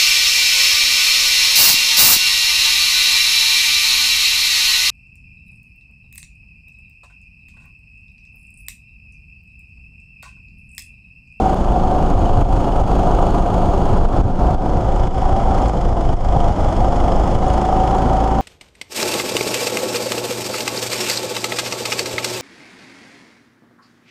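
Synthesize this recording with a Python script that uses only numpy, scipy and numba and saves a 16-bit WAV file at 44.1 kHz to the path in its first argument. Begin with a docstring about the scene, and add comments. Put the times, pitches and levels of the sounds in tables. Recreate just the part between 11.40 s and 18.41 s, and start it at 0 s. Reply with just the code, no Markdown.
"""A go-kart's single-cylinder four-stroke engine laps a track, heard from a camera on the driver's helmet.
Each cycle throbs in the exhaust, knocks the frame, honks in the air box and rattles the valve gear.
The drive chain sings under throttle and burbles when slack; jolts ring the metalwork.
Turbulent wind tumbles round the helmet, and its buffets push the camera's limiter down.
Near the start the sound drops out once with a faint tick."""
import sys
import numpy as np
from scipy import signal
from scipy.fft import rfft, irfft, next_fast_len
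from scipy.io import wavfile
from scipy.ndimage import uniform_filter1d, minimum_filter1d
from numba import njit

SR = 44100
rng = np.random.default_rng(int(sys.argv[2]) if len(sys.argv) > 2 else 0)


def transcribe(u):
    """Save the signal u as a 16-bit wav file named by the first command-line argument.

    u: samples, shape (n,) or (channels, n), limited to [-1, 1]; the rate is SR.
    q: integer samples, one column per channel.
    """
    v = np.clip(np.atleast_2d(u).T, -1, 1)
    q = np.round(v * 32767).astype(np.int16)
    wavfile.write(sys.argv[1], SR, q)


N = 309141
T = np.arange(N) / SR

# engine speed: time_s, firing_hz
FIRING_RATE = [(0.0, 27.54), (0.26, 26.09), (0.59, 26.59), (0.8, 25.73), (1.44, 25.83), (1.65, 25.5),
               (2.48, 25.55), (3.06, 26.57), (3.45, 26.35), (3.89, 27.65), (4.09, 27.47), (4.57, 24.76),
               (4.9, 25.8), (5.19, 24.49), (5.45, 25.44), (5.72, 25.42), (5.94, 26.4), (7.0, 27.74)]
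# engine load above cruising: time_s, load_db
ENGINE_LOAD = [(.09, 3.5), (.24, 0), (1.85, 3), (2.6, 1.5), (2.88, -1), (3.08, -2), (3.35, -3), (3.72, 0.5),
               (3.9, 0.5), (4.24, 2.5), (4.45, -2.5), (5.0, 1.5), (6.1, 3), (7.0, 1.5)]
# bends turn the helmet against the engine: time_s, bend_fraction (0 left-hand, 1 right-hand)
TRACK_BEND = [(0, 0.12), (2.4, 0), (3.8, 0.85), (7, 0.68)]
# presses of the throttle: open_s, close_s, whine_db
THROTTLE_PRESSES = [(-.1, 0.147, -22), (0.292, 0.365, -22.5), (0.411, 0.603, -23), (0.756, 1.434, -27),
                    (1.574, 2.304, -26.5), (2.968, 3.133, -25), (3.791, 4.125, -24), (4.097, 4.259, -26),
                    (4.898, 5.083, -26), (5.339, 5.66, -26.5), (6.002, 6.309, -23.5), (6.296, 7.089, -22)]
# harmonics of exhaust and crank at cruising load: firing_multiple, left_bend_db, right_bend_db
ENGINE_ORDERS = [(1, -25, -26.5), (2, -23.5, -19.5), (3, -41, -32), (4, -30.5, -27.5), (5, -34, -35),
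                 (6, -37, -32.5), (7, -30, -33.5), (8, -35.5, -34.5), (10, -41.5, -34), (11, -34, -41),
                 (13, -34, -36.5), (14, -50, -37.5), (15, -32, -45), (17, -39, -39), (19, -45.5, -41),
                 (20, -43.5, -40), (21, -39.5, -40.5)]
# firing and valve blows within one cycle: place_turns, knock_gain_db, tick_gain_db
CYCLE_BLOWS = [(0.015, 6, -4.5), (0.23, 2.5, -12), (.47, 2.5, -14), (.68, 5.5, -8), (.87, 9, -3.5),
               (0.95, 10, 0.5)]
# resonances of frame, seat and silencer: pitch_hz, width_hz, gain_db
FRAME_MODES = [(355, 49, -6.5), (534, 88, 1), (686, 220, 1), (801, 123, 3.5), (991, 58, -4.5),
               (1215, 220, -10)]
# resonances of air box and inlet tube: pitch_hz, width_hz, gain_db
AIR_BOX_MODES = [(757.3, 60, -1.5), (869, 85, -5)]
# clatter spectrum at the helmet in a left and in a right bend: frequency_hz, gain_db
LEFT_CLATTER_SPECTRUM = [(900, 1.5), (1450, -11), (1800, -7), (2600, -5.5), (3000, -6), (3350, -5.5),
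                         (3800, -13.5), (4450, -11.5), (5850, -16.5), (6600, -9), (7800, -19.5),
                         (8650, -14.5), (9600, -25.5), (13000, -28.5)]
RIGHT_CLATTER_SPECTRUM = [(900, -19), (1500, -1.5), (2000, -1), (2750, -8.5), (3050, -3.5), (3350, -2.5),
                          (3800, -14), (4800, -11), (5150, -10), (5900, -12.5), (6700, -10.5), (7800, -16),
                          (9200, -21.5), (10500, -25), (13000, -43)]
# resonances of the steel engine covers: pitch_hz, width_hz, left_gain_db, right_gain_db
COVER_MODES = [(2830, 89, -18, -26), (2964, 110, -16, -19), (3330, 130, -17, -19), (4400, 250, -20, -29),
               (5030, 130, -32, -17), (5310, 150, -32, -16), (7210, 120, -25, -33)]
# strength of the wind on the helmet: time_s, rumble_db, roar_db
WIND_LEVELS = [(0, -22.5, -17), (.25, -17, -24), (.6, -15.5, -20), (1.1, -9.5, -23), (1.38, -14.5, -21),
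               (1.6, -14, -21), (2.2, -14.5, -22.5), (2.7, -11.5, -17.5), (3.35, -16.5, -21),
               (3.72, -14, -27.5), (4.1, -14.5, -22), (4.75, -13.5, -27.5), (5.2, -13.5, -24),
               (5.85, -15, -24), (6.2, -19.5, -22.5), (6.6, -27.5, -20), (7.0, -33, -22.5)]
# spectra of eddy rumble and of road and air roar: frequency_hz, gain_db
RUMBLE_SPECTRUM = [(10, -3.5), (20, 7.5), (35, -2.5), (55, -6), (85, -9.5), (130, -16), (250, -49),
                   (600, -82.5)]
ROAR_SPECTRUM = [(50, -1.5), (95, -3.5), (200, -1), (280, -2.5), (450, -7.5), (700, -7.5), (1000, -14),
                 (1400, -21), (2000, -40.5), (5000, -43), (12000, -65)]
# resonances of the heat shield and of the chain guard: pitch_hz, width_hz, gain_db
SHIELD_MODES = [(2820, 97, -6), (2978, 61, -3), (3087, 97, 0), (3320, 52, -8), (5130, 57, -9.5)]
GUARD_MODES = [(4330, 90, -10), (6500, 80, -3), (6700, 64, -3), (7000, 61, -11), (7340, 80, -8),
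               (8500, 110, -10), (10000, 140, -13)]
# hits of the chain on its guard and jolts to the heat shield: start_s, level_db
GUARD_CHINKS = [(.053, -41), (.700, -38.5), (.790, -37), (1.821, -37), (4.216, -37), (4.282, -32.5),
                (4.844, -40), (5.405, -41), (6.081, -32), (6.133, -32), (6.565, -36)]
SHIELD_CLANKS = [(0.855, -33), (.935, -38), (1.242, -35), (1.321, -33), (1.514, -45), (3.069, -35.5),
                 (3.636, -34), (4.374, -37), (4.688, -31), (5.003, -30), (5.285, -39), (5.365, -36),
                 (5.72, -31), (6.101, -31), (6.476, -34), (6.769, -38)]
# pushes of wind on the helmet and eddies on the microphone, ahead of the limiter: peak_s, level_db
WIND_BUFFETS = [(0.226, -8), (.74, -7), (1.028, -3), (1.264, -3.5), (1.425, -3), (2.011, -2.5), (2.075, -5),
                (2.661, 2), (2.817, 2.5), (2.915, -1), (3.154, 1), (3.389, -7.5), (3.684, 3.5),
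                (4.291, -2.5), (4.409, -9), (4.521, -7), (4.747, 1.5), (4.801, -10), (5.115, -0.5),
                (5.967, -3)]
EDDY_THUMPS = [(.813, -8), (.988, -10.5), (1.965, -14), (2.293, -8), (2.531, -6), (2.598, -7), (2.796, -10),
               (2.857, -1), (3.376, -10), (3.927, -14), (4.689, -10.5), (4.967, -11)]


def undb(db):
    """Amplitude grows tenfold for every 20 decibels."""
    return 10 ** (np.asarray(db) / 20)


def unit(x):
    """Normalisation to rms 1."""
    return x / np.sqrt(np.mean(x ** 2))


def curves(table):
    """Linear interpolation of each column in time."""
    times, *columns = np.transpose(table)
    return [np.interp(T, times, column) for column in columns]


def walk(rate_hz):
    """Slow random modulation: held values, smoothed twice, with a spread near 1."""
    hold = int(SR / rate_hz)
    steps = np.repeat(rng.standard_normal(N // hold + 1), hold)
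    return 1.3 * uniform_filter1d(uniform_filter1d(steps, hold), hold)[:N]


def colour(x, spectrum):
    """Filtering by multiplication in the frequency domain; rms 1."""
    hz, db = np.transpose(spectrum)
    size = next_fast_len(N + 4096)
    bin_hz = np.arange(size // 2 + 1) * SR / size
    gain = undb(np.interp(np.log(bin_hz + 1), np.log(hz), db))
    return unit(irfft(rfft(x, size) * gain, size)[:N])


def ring(x, hz, width_hz):
    """A second-order resonator, gain 1 at its centre."""
    return signal.lfilter(*signal.iirpeak(hz, hz / width_hz, fs=SR), x)


def cut(x, hz, kind, order):
    """A maximally flat low-pass or high-pass filter."""
    return signal.sosfilt(signal.butter(order, hz, kind, fs=SR, output="sos"), x)


def strikes(cycle, place, jitter_s, scatter_db):
    """A quasi-periodic impulse train: one blow a cycle, a little off in time and size."""
    turns = np.arange(1, int(cycle[-1])) + place
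    timing, size = rng.standard_normal((len(turns), 2)).T
    samples = (np.interp(turns, cycle, T) + jitter_s * timing) * SR
    return np.bincount(np.clip(samples.astype(int), 0, N - 1), undb(scatter_db * size), N)


def throttle(closed_db=-30, open_s=0.0449, close_s=0.019):
    """The envelope of the engine's pull: each press rises linearly, holds and decays exponentially."""
    pull = undb(closed_db)
    for opens, closes, db in THROTTLE_PRESSES:
        press = np.clip((T - opens) / open_s, 0, 1) * np.exp(-np.maximum(T - closes, 0) / close_s)
        pull = np.maximum(pull, undb(db) * press)
    return pull


def slackness(pull, taut_db=-20.5):
    """Chain tension follows the pull: 0 is fully taut, 1 fully slack."""
    return np.clip(1 - pull / undb(taut_db), 0, 1)


def throb(cycle, bend, pull, crest_turns=0.0827, wobble_turns=0.0058, overrun_turns=0.036):
    """Superposition: harmonics crest just after each firing; two crank turns a cycle favour the second."""
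    out = 0
    for order, left_db, right_db in ENGINE_ORDERS:
        lag = crest_turns + 0.017 * rng.standard_normal()
        db = left_db + bend * (right_db - left_db) + 1.36 * walk(5.7)
        # uneven firing shakes the higher orders most; off the throttle the firings stumble
        wobble = wobble_turns * np.sqrt(order) * walk(12)
        stumble = overrun_turns * order * slackness(pull) ** 2 * walk(26)
        phase = order * (cycle - lag) + wobble + stumble
        out = out + undb(db) * np.sqrt(2) * np.cos(2 * np.pi * phase)
    return out


def frame_knocks(cycle, rattle_s=0.027):
    """Impulse excitation: firing and valve blows ring the frame, with a loose rattle after each."""
    blows = sum(undb(db) * strikes(cycle, place, jitter_s=0.00017, scatter_db=2.5)
                for place, db, _ in CYCLE_BLOWS)
    rattle = signal.lfilter([1], [1, -np.exp(-1 / (rattle_s * SR))], blows) * rng.standard_normal(N)
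    force = undb(-3) * unit(blows) + unit(rattle)
    frame = sum((-1) ** k * undb(db) * ring(force, hz, width)
                for k, (hz, width, db) in enumerate(FRAME_MODES))
    return unit(cut(frame, hz=1535, kind="low", order=7))


def chain_whine(firing_hz, cycle, pull, links_per_firing=27.94, slack_sag=0.07):
    """A meshing tone: links meet the sprocket in a steady note when taut, a lower burble when slack."""
    slack = slackness(pull)
    links = np.cumsum(links_per_firing * firing_hz * (1 - slack_sag * slack ** 3)) / SR
    wander_turns = 0.09 * walk(60) + 0.8 * slack ** 2 * walk(50)  # links stray from even spacing
    surge = 1 + 0.41 * np.cos(2 * np.pi * (cycle - 0.41))  # the pull swells once a cycle
    return unit(np.cos(2 * np.pi * (links + wander_turns)) * surge * undb(walk(49)))


def intake_honk(cycle, rebound_db=-9, rush_db=8.5):
    """Cavity resonance: two gulps a cycle kick the air box, and rushing air keeps it ringing."""
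    gulp = strikes(cycle, place=-0.03, jitter_s=0.00015, scatter_db=1.2)
    rebound = undb(rebound_db) * strikes(cycle, place=0.5, jitter_s=0.00015, scatter_db=1.2)
    flow = unit(gulp + rebound) + undb(rush_db) * rng.standard_normal(N)
    return unit(sum(undb(db) * unit(ring(ring(flow, hz, width), hz, 2 * width))
                    for hz, width, db in AIR_BOX_MODES))


def clatter(cycle, bend, hiss_left_db=-5, hiss_right_db=-6.5, rise_turns=0.0077, decay_turns=0.17):
    """Incoherent sources add in power: metal ticks from each blow over the hiss of chain and fan."""
    power = undb(hiss_left_db + bend * (hiss_right_db - hiss_left_db)) ** 2
    for place, _, db in CYCLE_BLOWS:
        age = (cycle - place) % 1
        tick = (1 - np.exp(-age / rise_turns)) * np.exp(-age / decay_turns)
        power = power + (undb(db + 2 * walk(26)) * tick) ** 2
    envelope = np.sqrt(power)
    grit = envelope * rng.standard_normal(N) * undb(0.4 * walk(1500))
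    # the helmet shades the ticks as it turns
    ticks = (1 - bend) * colour(grit, LEFT_CLATTER_SPECTRUM) + bend * colour(grit, RIGHT_CLATTER_SPECTRUM)
    covers = 0
    for hz, width, left_db, right_db in COVER_MODES:
        db = left_db + bend * (right_db - left_db) + 2 * walk(14)  # loose covers buzz on and off
        covers = covers + undb(db) * unit(ring(envelope * rng.standard_normal(N), hz, width))
    return ticks + covers


def wind(steady_s=0.12):
    """Turbulence is broadband: eddies rumble at the microphone; tyres and air roar above them."""
    rumble_db, roar_db = curves(WIND_LEVELS)
    rumble = colour(rng.standard_normal(N), RUMBLE_SPECTRUM)
    running_rms = np.sqrt(uniform_filter1d(rumble ** 2, int(steady_s * SR)))
    roar = colour(rng.standard_normal(N) * undb(1.2 * walk(40)), ROAR_SPECTRUM)
    return rumble / running_rms * undb(rumble_db) + roar * undb(roar_db)


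def struck_metal(hits, modes, detune_share=0.014, scatter_db=4, rise_s=0.0011):
    """Free vibration in damped modes: no two hits land on the same spot, so each has its own mix."""
    hz, width, mode_db = np.transpose(modes)[:, :, None]
    age = np.arange(SR // 20) / SR
    decay = np.exp(-np.pi * width * age) * (1 - np.exp(-age / rise_s))
    out = np.zeros(N + len(age))
    for start_s, db in hits:
        detune, size, phase = rng.standard_normal((3, len(modes), 1))
        gain = undb(mode_db + scatter_db * size)
        tones = np.sin(2 * np.pi * (hz * (1 + detune_share * detune) * age + phase))
        ringing = np.sum(gain * decay * tones, axis=0) / np.sqrt(np.sum(gain ** 2) / 2)
        start = int(np.clip(start_s * SR, 0, N))
        out[start:start + len(age)] += undb(db) * ringing
    return out[:N]


def metalwork(cycle, bend, load_db, tap_db=-45.5, right_bend_db=5, tap_turns=0.01):
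    """Impact sound: firings tap the heat shield; jolts clank it and throw the chain against its guard."""
    times = np.interp(np.arange(1, int(cycle[-1]) + 1) + tap_turns, cycle, T)
    levels = np.interp(times, T, tap_db + right_bend_db * bend + load_db)
    levels += 2 * rng.standard_normal(len(times))
    taps = struck_metal(zip(times, levels), SHIELD_MODES)
    return taps + struck_metal(SHIELD_CLANKS, SHIELD_MODES) + struck_metal(GUARD_CHINKS, GUARD_MODES)


def buffets(rise_s=0.005, fall_s=0.034):
    """Pressure pulses, largely infrasonic: each push of air hits fast and ebbs."""
    return sum(undb(db) * np.exp(-np.where(T < peak_s, ((T - peak_s) / rise_s) ** 2, (T - peak_s) / fall_s))
               for peak_s, db in WIND_BUFFETS)


def thumps(pitch_hz=90, pitch_spread=0.12, half_width_s=0.008):
    """Wave packets: an eddy breaking on the microphone is a cycle or two of low pressure swing."""
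    out = 0
    for peak_s, db in EDDY_THUMPS:
        stretch, phase = rng.standard_normal(2)
        age = T - peak_s
        swing = np.cos(2 * np.pi * (pitch_hz * np.exp(pitch_spread * stretch) * age + phase))
        out = out + undb(db) * swing * np.exp(-(age / half_width_s) ** 2)
    return out


@njit
def follow_peaks(x, attack_s, release_s):
    """Envelope detection: a first-order lag with one time constant rising and another falling."""
    out, level = np.empty(len(x)), 0.
    for i in range(len(x)):
        level += (x[i] - level) / (SR * (attack_s if x[i] > level else release_s))
        out[i] = level
    return out


def scene():
    """Phase locking: one crank times the engine's sounds, and the wind adds to them."""
    firing_hz, = curves(FIRING_RATE)
    load_db, = curves(ENGINE_LOAD)
    bend, = curves(TRACK_BEND)
    pull = throttle()
    cycle = 0.39 + np.cumsum(firing_hz) / SR  # phase in turns, one turn per firing
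    # harder firing strengthens the throb a little, the knocks and the clatter in full
    engine = throb(cycle, bend, pull) * undb(0.22 * load_db)
    engine += frame_knocks(cycle) * undb(-24.5 + load_db)
    engine += (chain_whine(firing_hz, cycle, pull) + undb(-3.5) * intake_honk(cycle)) * pull
    engine += clatter(cycle, bend) * undb(-42 + load_db)
    engine += metalwork(cycle, bend, load_db)
    return (engine + wind() + buffets() + thumps())[None]


def record(dry, threshold=0.5, ceiling=0.76, dropout_s=0.145, top_hz=13400):
    """Limiting: the camera ducks on pressure peaks, holds a ceiling and cuts the deepest bass and the top."""
    envelope = follow_peaks(np.abs(dry[0]), attack_s=0.0017, release_s=0.06)
    ducked = cut(dry / np.maximum(envelope / threshold, 1), hz=13.6, kind="high", order=4)
    headroom = ceiling / np.maximum(np.abs(ducked[0]), ceiling)
    limited = ducked * uniform_filter1d(minimum_filter1d(headroom, size=201), size=201)
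    # the sound drops out once with a faint tick and fades straight back
    age = T - dropout_s
    fade = np.clip(np.maximum(-age / 0.001, age / 0.012), 0, 1)
    tick = undb(-18) * (age >= 0) * np.exp(-np.abs(age) / 0.0001)
    low_pass = signal.ellip(8, 0.2, 70, top_hz, fs=SR, output="sos")
    return signal.sosfilt(low_pass, limited * fade + tick)


dry = scene()
out = record(dry)
transcribe(out)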